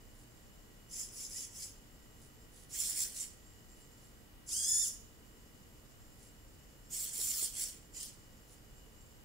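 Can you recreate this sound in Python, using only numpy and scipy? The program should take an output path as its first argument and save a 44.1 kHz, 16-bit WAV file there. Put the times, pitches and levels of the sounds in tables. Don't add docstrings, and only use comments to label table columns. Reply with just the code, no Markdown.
import sys
import numpy as np
from scipy import signal
from scipy.fft import rfft, irfft
from scipy.io import wavfile
from scipy.ndimage import map_coordinates

SR = 44100
rng = np.random.default_rng(int(sys.argv[2]) if len(sys.argv) > 2 else 0)


def int16_out(signal):
    q = np.round(np.clip(np.atleast_2d(signal).T, -1, 1) * 32767)
    wavfile.write(sys.argv[1], SR, q.astype(np.int16))


N = 407484
TIME = np.arange(N) / SR
FREQ = np.maximum(np.arange(N // 2 + 1) * SR / N, 1)
SIDE = np.array([[1], [-1]])


def undb(db):
    return 10 ** (np.asarray(db) / 20)


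def unit(x):
    return x / np.sqrt(np.mean(x ** 2))


def noise():
    return rng.standard_normal(N)


def walk(rate_hz):
    return 1.2 * np.interp(TIME * rate_hz, np.arange(N // 8), rng.standard_normal(N // 8))


def curve(points):
    return np.interp(TIME, *np.transpose(points))


def shape(points, grid_hz=FREQ):
    hz, db = np.transpose(points)
    return undb(np.interp(np.log(grid_hz), np.log(hz), db))


def colour(x, points):
    size = 2048
    grid_hz = np.maximum(np.arange(size // 2 + 1) * SR / size, 1)
    cepstrum = irfft(np.log(shape(points, grid_hz)))
    cepstrum[1:size // 2] *= 2
    cepstrum[size // 2 + 1:] = 0
    return signal.oaconvolve(x, irfft(np.exp(rfft(cepstrum))))[:N]


def ring(x, modes):
    return sum(undb(db) * signal.lfilter(*signal.iirpeak(hz, hz / width, SR), x)
               for hz, width, db in modes)


def pulses(hz):
    cycles = np.cumsum(hz / SR)
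    hit = np.diff(np.floor(cycles), prepend=0)
    late = cycles % 1 * SR / hz
    return hit * late + np.roll(hit * (1 - late), 1)


def drive(start_s, length_s, rise_s, fall_s):
    since_s = np.maximum(TIME - start_s, 0)
    return (1 - np.exp(-since_s / rise_s)) * np.exp(-np.maximum(since_s - length_s, 0) / fall_s)


def place(x, pan_db):
    return x * undb(SIDE * pan_db / 2)


def air(bed_db=-59, drone_db=-70.5):
    # f/Hz, level/dB
    mid_colour = [(12, -18), (22, -2.5), (36, 0), (60, -4.5), (85, -7.5), (110, -5), (160, -11), (300, -14),
                  (480, -19.5), (750, -24.5), (1400, -27), (3900, -33), (7200, -33.5), (15800, -32.5)]
    # f/Hz, side minus mid/dB
    side_colour = [(30, -1.5), (70, -10.5), (250, -4.5), (600, -0.5), (1500, 1.5), (6000, -0.5),
                   (9000, -15), (15000, -90)]
    # f/Hz, width/Hz, level/dB
    drones = [(230.3, 13.4, 0), (298, 19, -4.5), (438, 64, -8.5)]
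    mid = irfft(rfft(noise()) * shape(mid_colour), N)
    side = irfft(rfft(noise()) * shape(mid_colour) * shape(side_colour), N)
    bed = (mid + SIDE * side) * undb(bed_db) / mid.std()
    return place(bed, pan_db=-0.5) + undb(drone_db) * unit(ring(noise(), drones))


def hum(frame_hz=49.27):
    # f/Hz, width/Hz, level/dB
    modes = [(1930, 56, -80.3), (2938, 134, -78.3)]
    # t/s, gain/dB
    lower_drift = [(0, -0.5), (2, 2), (4, 2.5), (5.5, 0), (8.3, -1), (9.24, -4)]
    phase = 2 * np.pi * np.cumsum(frame_hz * (1 + 0.00043 * walk(3))) / SR
    out = 0
    for (hz, width_hz, db), drift_db in zip(modes, [curve(lower_drift), 0]):
        orders = round(hz / frame_hz) + np.arange(-3, 4)
        weights = 1 / (1 + (2 * (orders * frame_hz - hz) / width_hz) ** 2)
        tone = sum(w * np.cos(k * phase + rng.uniform(0, 2 * np.pi)) for k, w in zip(orders, weights))
        out += undb(db + drift_db + 1.5 * walk(25)) * unit(tone)
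    return out


def holding(hunt_hz=128, wander=0.03):
    # f/Hz, width/Hz, level/dB
    modes = [(5220, 62, -12), (7050, 120, 2), (7543, 37, 12.5), (8430, 210, -1), (10100, 65, -5)]
    # start/s, length/s, level/dB
    holds = [(-0.5, 2.92, -73), (3, 1.1, -70), (5, 4.15, -72)]
    kick_hz = hunt_hz * (1 + wander * np.tanh(walk(2.5)))
    kicks = unit(pulses(kick_hz) * undb(5.1 * np.tanh(walk(60)))) + noise()
    buzz = colour(ring(kicks, modes), [(2000, -41), (4700, 16.5), (10000, -7.5), (13000, -18)])
    effort = sum(undb(db) * drive(start_s, length_s, rise_s=0.096, fall_s=0.21)
                 for start_s, length_s, db in holds)
    return effort * unit(buzz)


def twitches():
    # t/s, level/dB, half length/s
    nudges = [(0.194, -68.5, 0.051), (2.242, -65.5, 0.051), (2.589, -61, 0.062), (2.71, -58.5, 0.017),
              (3.8, -70, 0.055), (4.05, -69.5, 0.053), (4.503, -52, 0.019), (6.237, -65.5, 0.059),
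              (8.52, -64.5, 0.047)]
    # f/Hz, level/dB
    twitch_colour = [(2500, -17), (4000, -9.5), (6000, -6.5), (7500, -2.5), (9000, -6.5), (10500, 1),
                     (11800, -16), (15500, -20)]
    swell = sum(undb(db) * np.exp(-((TIME - at_s) / half_s) ** 2) for at_s, db, half_s in nudges)
    grit = noise() * undb(2.4 * walk(370))
    return swell * unit(colour(grit, twitch_colour))


def motor(load, spin_up_s=0.045, coast_s=0.08):
    # start/s, length/s, gear level/dB, brush level/dB, load
    pushes = [(0.88, .08, -44.5, -58, "slow lift"), (0.946, .05, -36, -51, "slow lift"),
              (1.09, 0.16, -48.5, -59, "slow lift"), (1.262, .17, -46.5, -59, "slow lift"),
              (1.499, .148, -48, -58, "slow lift"), (2.701, 0.16, -38, -47.5, "drop"),
              (2.841, 0.058, -32, -41, "drop"), (2.913, 0.11, -34.5, -44, "drop"),
              (3.094, .125, -42, -59, "drop"), (4.451, .09, -39, -53, "fast lift"),
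              (4.496, 0.38, -39.5, -50.5, "fast lift"), (6.882, 0.17, -43, -46, "drop"),
              (7.046, .03, -34, -49, "drop"), (7.088, 0.37, -39.5, -44.5, "drop"),
              (7.493, .06, -43, -62, "drop"), (7.542, 0.072, -33, -44, "drop"),
              (7.621, .07, -46, -59, "drop"), (7.915, .06, -47, -57, "settle"),
              (7.961, .074, -42.5, -53, "settle")]
    speed, gear_power, brush_power = np.zeros((3, N))
    for start_s, length_s, gear_db, brush_db, kind in pushes:
        if kind == load:
            spin = drive(start_s, length_s, spin_up_s, coast_s)
            speed = np.maximum(speed, spin)
            gear_power += (undb(gear_db) * spin ** 2) ** 2
            brush_power += (undb(brush_db) * spin ** 2) ** 2
    return speed, np.sqrt(gear_power), np.sqrt(brush_power)


def roam(x, patchy_db=4, apart_db=2, span_hz=420, change_s=0.022):
    hz, t, bands = signal.stft(x, SR, nperseg=256)
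    grid = np.meshgrid(hz / span_hz, t / change_s, indexing="ij")
    both, apart = (map_coordinates(field, grid, order=1, mode="wrap")
                   for field in rng.standard_normal((2, 128, 1024)))
    gain = undb(apart_db * np.array([apart, -apart]) + patchy_db * np.clip(both, -2, 2))
    return signal.istft(bands * unit(gain), SR, nperseg=256)[1][:, :N]


def gears(load, case, tooth_hz, growl_db, ring_db, scatter_db, lurch_db, pan_db, elbow_db=-12):
    # f/Hz, gain/dB
    case_top = [(11800, 0), (13000, -10)]
    # f/Hz, width/Hz, level/dB
    case_modes = [(5390, 110, -6), (7335, 90, 0), (7790, 70, 1), (8700, 130, -1), (9800, 120, -2),
                  (10470, 110, 0)]
    # f/Hz, level/dB
    bracket = [(400, -33.5), (900, -17), (1400, -6), (1950, 1), (2700, 6.5), (3150, 12), (4000, -8),
               (5000, -28.5)]
    # f/Hz, level/dB
    brush_colour = [(9000, -30), (11500, -11), (12400, -7), (13400, -5), (14500, -1), (15800, -10.5)]
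    speed, gear_gain, brush_gain = motor(load)
    chatter_hz = tooth_hz * np.maximum(speed, 0.35)
    strikes = pulses(chatter_hz * (1 + 0.3 * np.tanh(walk(2500))))
    strikes = unit(strikes * undb(scatter_db * np.clip(noise(), -2, 2)))
    rattle = unit((strikes + noise()) * undb(lurch_db * walk(260)))
    body = unit(colour(colour(rattle, case), case_top))
    ringing = undb(ring_db) * unit(ring(rattle, case_modes))
    growl = undb(growl_db) * (gear_gain / gear_gain.max()) ** 0.65 * unit(colour(rattle, bracket))
    brushes = brush_gain * unit(colour(noise(), brush_colour))
    elbow = undb(elbow_db) * unit(colour(noise(), case)) * SIDE
    servo = roam(gear_gain * unit(body + ringing) + growl + brushes)
    return place(servo + gear_gain * elbow, pan_db)


def chirps(sag=0.2, flutter=0.0116, between_db=-7, tilt_per_db=0.17, tilt_above_db=-47):
    # t/s, half length/s, top tooth rate/Hz, level/dB
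    spurts = [(0.997, 0.034, 1066, -53), (1.213, 0.02, 1165, -44.5), (1.39, 0.068, 1009, -50),
              (1.611, 0.054, 1140, -52.5), (2.771, 0.041, 1095, -42), (2.893, .025, 1088, -51),
              (3.013, 0.024, 1093, -65), (6.953, .028, 1126, -39), (7.568, .025, 1052, -49),
              (7.973, 0.023, 1040, -45.5)]
    # f/Hz, gain/dB
    chirp_colour = [(1000, -32), (2000, -9), (3200, -7), (3800, -18), (4400, -11), (5300, -5), (6300, -5),
                    (7500, 1.5), (8800, -14), (10500, -15), (12000, -20), (15800, -14)]
    out = np.zeros(N)
    wobble = 1 + flutter * walk(250)
    for at_s, half_s, top_hz, db in spurts:
        near = np.abs(TIME - at_s) < 2 * half_s
        u = (TIME[near] - at_s) / half_s
        phase = 2 * np.pi * np.cumsum(top_hz * wobble[near] * np.exp(-sag * u ** 2)) / SR
        tilt = tilt_per_db * max(db - tilt_above_db, 0)
        tone = 0
        for k in range(2, 25):
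            weight = undb(between_db * (k % 2)) * (k / 10) ** tilt
            tone += weight * np.cos(k * phase / 2 + rng.uniform(0, 2 * np.pi))
        out[near] += undb(db) * np.exp(-u ** 2) * tone / 2
    return roam(colour(out, chirp_colour), patchy_db=5)


def whine(flutter=0.00402, shimmer_db=3, mesh_db=-44, shaft_db=-65):
    # t/s, tooth rate/Hz
    glide = [(4.5, 1082), (4.508, 1125), (4.538, 1404), (4.554, 1527), (4.586, 1648), (4.636, 1634),
             (4.702, 1754), (4.762, 1733), (4.824, 1822), (4.85, 1620), (4.88, 1190), (4.89, 1080)]
    # f/Hz, gain/dB
    case = [(1700, -25), (2900, -12), (3400, -8.5), (4200, -15.5), (5200, 1.5), (7000, -1.5), (8700, 2),
            (9300, -8), (10500, -5)]
    # f/Hz, width/Hz, level/dB
    modes = [(5390, 26, 0), (6950, 44, 15)]
    tooth_hz = curve(glide)
    speed = tooth_hz / tooth_hz.max()
    wobble = 1 + flutter / speed ** 5 * walk(300)
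    phase = 2 * np.pi * np.cumsum(tooth_hz * wobble) / SR
    mesh = sum(undb(shimmer_db * walk(220)) * np.sin(k * phase) for k in range(1, 7))
    grip = drive(start_s=4.485, length_s=0.343, rise_s=0.017, fall_s=0.052)
    tone = colour(mesh * speed ** 2 * grip, case)
    tone += ring(tone, modes)
    running = np.clip(np.minimum(TIME - glide[0][0], glide[-1][0] - TIME) / 0.01, 0, 1)
    shaft = undb(shaft_db) * np.sin(phase / 21) * running
    return np.sqrt(2) * (undb(mesh_db) * tone + shaft)


def knocks(decay_s=0.017):
    # t/s, level/dB
    bumps = [(7.191, -55), (7.422, -53)]
    envelope = sum(undb(db) * (TIME > at_s) * np.exp(-np.abs(TIME - at_s) / decay_s)
                   for at_s, db in bumps)
    return envelope * unit(colour(noise(), [(100, -14), (250, -3), (520, 0), (800, -9), (2000, -24)]))


def room(x, t60_s=0.45, wet_db=-10, early_t60_s=0.018, early_db=-7):
    # f/Hz, gain/dB
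    walls = [(1000, -3), (4000, 5), (6500, 3.5), (8000, -4.5), (8800, -4), (10800, -21), (15000, -1)]
    t = TIME[:SR // 2]

    def tail(length_s):
        response = rng.standard_normal((2, len(t))) * undb(-60 * t / length_s) * (t > 0.001)
        return response / np.sqrt(np.sum(response ** 2, axis=1, keepdims=True))
    late = undb(wet_db) * tail(t60_s)
    early = undb(early_db) * tail(early_t60_s)[0] * SIDE
    reflected = colour(x.mean(axis=0), walls)
    return x + signal.oaconvolve(reflected[None], late + early, axes=1)[:, :N]


def beam(x):
    # f/Hz, left minus right/dB
    balance = [(2000, 0.5), (4300, -1.5), (5050, 1.5), (5650, -0.5), (6500, 0), (7100, -8.5), (8050, -5),
               (8450, -6.5), (9400, -2), (10900, -1), (11800, -6), (13500, 4.5), (15000, -11)]
    return irfft(rfft(x) * shape(balance) ** (SIDE / 2), N)


def scene():
    # f/Hz, level/dB
    slow_colour = [(1760, -51), (3000, -11), (3350, -27), (3770, -27), (4580, -14.5), (5200, -2),
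                   (5650, -5), (6580, -2), (7150, 1), (8160, -5.5), (9650, -6.5), (10900, 0), (12000, -24),
                   (14000, -20), (15800, -22)]
    fast_colour = [(1500, -47), (3000, -31), (4000, -17), (5000, 2), (5900, 2.5), (7300, 11), (8100, 0),
                   (8800, 7.5), (9600, -0.5), (10600, 9.5), (11300, 4), (12000, -18), (13800, -12),
                   (15800, -20)]
    drop_colour = [(1760, -44), (3000, -9.5), (3850, -19), (4340, -6), (4780, -11.5), (5490, -1),
                   (6540, -5.5), (7050, -0.5), (7510, 4.5), (8160, -0.5), (10600, -3), (12300, -14),
                   (13700, -5), (14800, -13), (15800, 5)]
    settle_colour = [(1410, -42), (2400, -33), (3110, -4.5), (3790, -19), (5000, -6.5), (6430, -8.5),
                     (7410, -4), (8820, -4), (9540, -4), (10100, -9), (12600, -15), (15100, -17),
                     (15800, -18)]
    robot = gears("slow lift", slow_colour, tooth_hz=1047, growl_db=-62.5, ring_db=-17,
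                  scatter_db=0.5, lurch_db=1.5, pan_db=3)
    robot += gears("fast lift", fast_colour, tooth_hz=1757, growl_db=-68.5, ring_db=-26,
                   scatter_db=4, lurch_db=0.5, pan_db=3)
    robot += gears("drop", drop_colour, tooth_hz=1157, growl_db=-55.5, ring_db=-8,
                   scatter_db=3.5, lurch_db=1.3, pan_db=1.5)
    robot += gears("settle", settle_colour, tooth_hz=1031, growl_db=-65, ring_db=-22,
                   scatter_db=4, lurch_db=1, pan_db=2)
    robot += whine() + chirps() + twitches() + knocks() + hum() + holding()
    return beam(room(robot)) + air()


def record(dry):
    top_hz = 15700
    return signal.sosfilt(signal.ellip(12, 0.1, 70, top_hz, fs=SR, output="sos"), dry)


dry = scene()
out = record(dry)
int16_out(out)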